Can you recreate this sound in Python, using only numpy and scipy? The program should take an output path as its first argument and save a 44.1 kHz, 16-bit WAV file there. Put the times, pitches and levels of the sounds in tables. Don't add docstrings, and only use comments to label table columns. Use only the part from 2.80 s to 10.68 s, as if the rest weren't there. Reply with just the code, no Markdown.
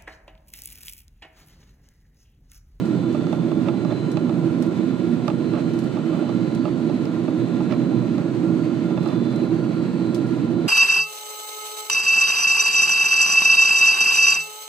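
import sys
import numpy as np
from scipy import signal
from scipy.fft import rfft, irfft, next_fast_len
from scipy.io import wavfile
from scipy.ndimage import map_coordinates

SR = 44100
rng = np.random.default_rng(int(sys.argv[2]) if len(sys.argv) > 2 else 0)


def unload_audio(sound):
    columns = np.transpose(np.atleast_2d(sound))
    steps = np.round(np.clip(columns, -1, 1) * 32767)
    wavfile.write(sys.argv[1], SR, steps.astype(np.int16))


N = 347495


def amp(db):
    return 10 ** (np.asarray(db) / 20)


def unit(x):
    return x / np.sqrt(np.mean(x ** 2) + 1e-20)


def along(points, hz):
    freqs, values = np.transpose(points)
    return np.interp(np.log(hz + 1), np.log(freqs + 1), values)


def wobble(rate, size=N):
    knots = rng.standard_normal(int(size * rate / SR) + 4)
    return map_coordinates(knots, [np.arange(size) * rate / SR], order=2)


def filtered(x, response):
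    n = x.shape[-1]
    padded = next_fast_len(n + 4096)
    return irfft(rfft(x, padded) * response(np.fft.rfftfreq(padded, 1 / SR)), padded)[..., :n]


def noise(eq, shape):
    return unit(filtered(rng.standard_normal(shape), lambda hz: amp(along(eq, hz))))


def pan(lean_db):
    gains = np.vstack([amp(lean_db / 2), amp(-lean_db / 2)])
    return gains / np.sqrt(np.mean(gains ** 2, axis=0))


def add(track, start_s, sound):
    rest = track[:, max(round(start_s * SR), 0):][:, :sound.shape[-1]]
    rest += sound[..., :rest.shape[-1]]


# frequency in Hz, EQ gain in dB.
SCRATCH_EQ = [(1000, -29), (2500, -2), (3800, 5), (9000, -2.5), (12000, -7.5), (15500, -17.5)]


def brushing(db=-69, swing_db=4.0):
    scratch = noise(SCRATCH_EQ, (2, N))
    pressure = amp(swing_db * (wobble(4.4) + wobble(28)))
    return amp(db) * unit(pressure * scratch)


# start in seconds, relative level in dB, tail t60 in seconds.
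TICK_CUES = [(0.0532, -37.5, .3), (0.326, -40, .14), (0.525, -39, .3), (1.3152, -33.5, .1),
             (1.8225, -29.5, 0.11), (1.862, -42.5, .14), (2.4802, -39.5, .1), (2.934, -39, 0.14),
             (2.988, -32, .18), (3.04, -38.5, .2), (3.748, -32.5, .07), (6.231, -40, .14),
             (6.275, -37.5, .12), (6.559, -35.5, .07), (7.345, -26, .16), (7.468, -42.5, .14)]


def ticks(gain_db=-9, tail_db=-7, click_t60=0.024, attack_s=0.0009):
    out, t = np.zeros((2, N)), np.arange(SR // 8) / SR
    for start, db, tail_t60 in TICK_CUES:
        click = amp(-60 * t / click_t60)
        tail = amp(tail_db - 60 * t / tail_t60)
        envelope = (1 - np.exp(-t / attack_s)) * (click + tail)
        add(out, start, amp(db + gain_db) * noise(SCRATCH_EQ, (2, len(t))) * envelope)
    return out * pan(-2.2)


# frequency in Hz, relative level in dB, t60 in seconds at damping 1.
CASE_MODES = [(578, -6, 0.024), (607, 2, 0.044), (730, -12, 0.024), (839, -8, 0.055), (1156, -12, 0.025),
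              (1182, -11.5, 0.048), (1217, -11, 0.026), (1320, -10.5, 0.035), (1610, -18.5, 0.028),
              (2475, -18, 0.017), (2630, -13.5, 0.022), (3540, -16, 0.018)]


def case_ring(tilt_db=0, attack_s=0.002, damping=1, detune=0.012):
    t = np.arange(SR // 8) / SR
    ring = np.zeros(len(t))
    for hz, db, t60 in CASE_MODES:
        tilt = tilt_db * max(np.log2(hz / 1000), 0)
        decay = amp(db + tilt + rng.normal(0, 2.5) - 60 * damping * t / t60)
        detuned_hz = hz * (1 + detune * rng.standard_normal())
        ring += decay * np.sin(2 * np.pi * (detuned_hz * t + rng.random()))
    ring *= 1 - np.exp(-t / attack_s)
    return ring / np.abs(ring).max()


# frequency in Hz, EQ gain in dB.
RUSTLE_EQ = [(250, -33), (560, 9), (850, -5), (1300, -5), (1800, -21.5), (2700, -27), (5000, -38),
             (12000, -59.5)]
RASP_EQ = [(800, -17.5), (1400, -1), (2600, -1), (3600, -8.5), (5500, -17.5), (10000, -37)]
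# centre in seconds, half-length in seconds, level in dB, rasp offset in dB.
CREAK_CUES = [(0.88, 0.034, -30.5, -11.5), (1.114, 0.039, -35.5, -16), (2.772, 0.056, -32, -14.5),
              (3.18, 0.049, -37.5, -15.5), (3.386, 0.17, -34.5, -18), (3.87, 0.047, -36, -16),
              (4.922, 0.04, -31, -11.5), (6.301, 0.11, -35, -16.5), (6.616, 0.12, -39.5, -18),
              (7.204, 0.06, -42.5, -17)]


def creaks(slips_per_s=220, ring_db=-4, rustle_db=-3, rough_db=3):
    out, t = np.zeros((2, N)), np.arange(SR // 2) / SR
    middle = t.mean()
    rub = lambda eq: unit(amp(rough_db * wobble(150, size=len(t))) * noise(eq, len(t)))
    for centre, half_length, db, rasp_db in CREAK_CUES:
        slips = (rng.random(len(t)) < slips_per_s / SR) * rng.uniform(0.49, 1, len(t))
        ring = unit(signal.fftconvolve(slips, case_ring(damping=0.65))[:len(t)])
        grip = amp(db) * np.exp(-2 * ((t - middle) / half_length) ** 2)
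        friction = amp(ring_db) * ring + amp(rustle_db) * rub(RUSTLE_EQ) + amp(rasp_db) * rub(RASP_EQ)
        add(out, centre - middle, grip * friction)
    return out * pan(-11.5)


# frequency in Hz, EQ gain in dB.
SNAP_EQ = [(300, -29.5), (1000, 1.5), (2600, 0), (5000, -4.5), (9000, -29.5), (15000, -41.5)]
# start in seconds, level in dB, snap offset in dB.
KNOCK_CUES = [(0.347, -19, -20), (0.468, -24, -16), (0.528, -16.5, -22), (0.716, -20, -21),
              (0.885, -18, -23.5), (0.936, -25.5, -23), (1.049, -22, -12.5), (1.108, -22.5, -24),
              (1.122, -19.5, -20), (1.371, -19, -9), (1.494, -23.5, -11.5), (2.48, -14, -11.5),
              (2.501, -19, -16.5), (2.736, -23, -19), (3.17, -22.5, -26), (3.492, -20.5, -16),
              (3.853, -18.5, -20), (3.879, -23, -23), (4.097, -22, -17.5), (4.255, -30, -4.5),
              (4.481, -19, -21), (4.804, -23, -23), (4.923, -18.5, -16.5), (5.381, -23, -10.5),
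              (6.107, -22.5, -22), (6.176, -22, -18.5), (6.259, -20.5, -14.5), (6.287, -22, -15)]


def knocks(ring_db=-0.5, snap_t60=0.015, dulling=0.14):
    out, t = np.zeros((2, N)), np.arange(SR // 8) / SR
    hardest_db = max(db for _, db, _ in KNOCK_CUES)
    for start, db, snap_db in KNOCK_CUES:
        snap = noise(SNAP_EQ, (2, len(t))) * amp(-60 * t / snap_t60)
        ring = case_ring(tilt_db=dulling * (db - hardest_db))
        add(out, start, amp(db) * (amp(ring_db) * ring + amp(snap_db) * snap))
    return out * pan(-12.0)


MOTOR_HZ = 503.65
# pitch in Hz, relative level in dB, left minus right in dB.
STEADY_WHINES = [(2126, -68, -4), (2613, -68, 0), (3116, -69, 3), (3318, -70, 5), (3431, -71, 1),
                 (3620, -71, 4), (3776, -72, 4), (3824, -71, 8), (3870, -70, 8), (4123, -69, -1),
                 (4233, -71, 1), (4328, -69, -2), (4737, -73, -7), (5948, -79, -1), (6136, -78, 7),
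                 (6451, -79, -8), (6547, -73, -4), (6642, -78, 0), (7143, -79, 3), (7461, -79, -11),
                 (7792, -79, -8), (7942, -73, 8), (8091, -80, -6), (8242, -72, -14), (8392, -79, 0)]
# time in seconds, level in dB.
LEVEL_6TH = [(0.0, -59.5), (0.7, -66), (1.0, -67), (1.33, -56), (1.6, -65), (2.7, -63), (3.03, -59.5),
             (3.15, -60), (3.31, -53.5), (3.62, -63), (5.75, -70.5), (5.98, -59), (6.2, -68), (7.2, -72),
             (7.88, -62)]
LEVEL_7TH = [(0.0, -65), (0.38, -55), (0.75, -58), (1.3, -67.5), (2.2, -59.5), (2.7, -66.5), (4.2, -64.5),
             (4.7, -58), (5.1, -62), (5.7, -70), (6.15, -58), (6.45, -53), (6.92, -76), (7.88, -65)]
LEVEL_8TH = [(0.0, -58), (0.25, -59.5), (0.35, -63), (0.77, -65), (1.19, -49.5), (1.75, -72), (1.91, -59.5),
             (2.57, -62), (2.66, -52.5), (2.85, -57), (2.95, -61.5), (3.29, -61), (3.42, -52), (3.62, -56),
             (3.77, -53.5), (3.9, -66), (3.99, -62), (4.26, -57.5), (4.52, -71), (4.63, -56), (4.85, -57.5),
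             (5.02, -52.5), (5.13, -58.5), (5.36, -56), (5.45, -67), (6.12, -60), (6.28, -52),
             (6.38, -57.5), (6.56, -52), (6.78, -65), (7.0, -56), (7.13, -60), (7.28, -54), (7.45, -59),
             (7.68, -60), (7.88, -56)]
LEVEL_9TH = [(0.0, -68), (2.0, -77.5), (3.6, -69), (3.88, -61), (4.15, -74), (5.65, -73), (5.85, -59),
             (6.1, -74), (6.8, -65.5), (7.88, -72)]
LEVEL_GEAR = [(0.0, -71), (0.35, -63), (0.9, -78), (2.7, -72), (3.2, -67), (3.85, -64), (4.4, -74.5),
              (6.55, -71.5), (6.9, -61), (7.25, -64), (7.6, -72), (7.88, -72)]
# pitch in Hz, fader ride, left minus right in dB.
SWELLING_WHINES = [(6 * MOTOR_HZ, LEVEL_6TH, 8), (7 * MOTOR_HZ, LEVEL_7TH, -11),
                   (8 * MOTOR_HZ, LEVEL_8TH, 4), (9 * MOTOR_HZ, LEVEL_9TH, 0), (4439, LEVEL_GEAR, 0)]


def tape_motor(bed_db=-2.0, flutter=0.0002, waver_db=3, shiver_db=1.4, ripple_hz=54.6, ripple=0.31):
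    t = np.arange(N) / SR
    motor_time = t + np.cumsum(flutter * wobble(25)) / SR
    whine = lambda hz: np.sqrt(2) * np.sin(2 * np.pi * (hz * motor_time + rng.random()))
    bed, swells = np.zeros((2, N)), np.zeros((2, N))
    for hz, db, lean_db in STEADY_WHINES:
        bed += amp(db + waver_db * wobble(2.5)) * whine(hz) * pan(lean_db)
    for hz, ride, lean_db in SWELLING_WHINES:
        ride_db = np.interp(t, *np.transpose(ride))
        swells += amp(ride_db + shiver_db * wobble(12)) * whine(hz) * pan(lean_db)
    tremolo = 1 + ripple * np.sin(2 * np.pi * ripple_hz * motor_time)
    return amp(bed_db) * bed + swells * tremolo


def hum(hz=721, db=-55, waver_db=3):
    tone = np.sin(2 * np.pi * hz * np.arange(N) / SR + 0.5 * wobble(6))
    return amp(db) * unit(amp(waver_db * wobble(4.2)) * tone) * pan(-1)


# frequency in Hz, left-right correlation before the phase shift.
STEREO_LIKENESS = [(35, 0.42), (90, 0.82), (170, 0.99), (260, 0.76), (350, 1), (500, 0.46), (650, 1),
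                   (780, 0.5), (1350, 0.81), (2100, 0.56), (4000, 0.21), (6000, -0.16), (10000, -0.14)]
# frequency in Hz, left minus right in dB.
STEREO_LEAN = [(60, 2), (110, -11), (200, -7.0), (380, -9.0), (700, -3.5), (1290, -5), (2380, -0.5),
               (4400, -0.5), (8120, -1.5), (15000, 0.5)]
# frequency in Hz, lead of the left side in radians.
STEREO_LEAD = [(30, .1), (100, 1.1), (260, 0.064), (360, 0.23), (650, 0.41), (790, 1.4), (950, 0.52),
               (1650, 0.36), (2050, 2.15), (3000, .1)]


def cabin_noise(eq_db):
    def mid_side_gains(hz):
        width = np.arccos(np.clip(along(STEREO_LIKENESS, hz), -1, 1)) / 2
        return amp(eq_db(hz)) * [np.cos(width), np.sin(width)]

    def standing_waves(hz):
        phase = along(STEREO_LEAD, hz) * np.array([[0.5], [-0.5]])
        return pan(along(STEREO_LEAN, hz)) * np.exp(1j * phase)

    mid, side = filtered(rng.standard_normal((2, N)), mid_side_gains)
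    return unit(filtered(np.array([mid + side, mid - side]), standing_waves))


# frequency in Hz, EQ gain in dB.
VENT_EQ = [(700, -27.5), (1500, -3.5), (1900, 1.5), (2600, -1), (3100, -6), (3700, -5.5), (4200, -5.5),
           (5200, -13.5), (6300, -13.5), (8200, -16.5), (9000, -22.5), (12300, -27), (15700, -47.5)]


def vents(db=-47.5, flutter_db=1.04):
    return amp(db + flutter_db * wobble(40)) * cabin_noise(lambda hz: along(VENT_EQ, hz))


# frequency in Hz, EQ gain in dB.
ROAR_EQ = [(20, -37), (45, -35.5), (72, -28), (98, -14.5), (122, -3), (200, -4.5), (330, -0.5),
           (410, -10.5), (620, -18), (720, -24), (950, -27.5), (1380, -29), (1600, -39), (3200, -68.5)]
# centre in Hz, width in Hz, boost in dB.
CABIN_RESONANCES = [(125.7, 16, 4), (168.1, 30, 7), (188.3, 11, 4), (237, 23.4, 8), (259, 15, 3.5),
                    (328.3, 34.8, 8), (591, 130, 2.5), (807, 63, 5), (1010, 90, 7), (1394.5, 52, 11.5),
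                    (1673, 24, 13)]


def roar(db=-20.5, drift_db=0.59):
    def eq_db(hz):
        peaks = sum(boost / (1 + (2 * (hz - centre) / width) ** 2)
                    for centre, width, boost in CABIN_RESONANCES)
        return along(ROAR_EQ, hz) + peaks

    return amp(db + drift_db * wobble(3.7)) * cabin_noise(eq_db)


def scene():
    cabin = roar() + vents() + hum()
    return cabin + tape_motor() + knocks() + creaks() + ticks() + brushing()


def record(dry, top_hz=15800):
    return filtered(dry, lambda hz: hz < top_hz)


dry = scene()
out = record(dry)
unload_audio(out)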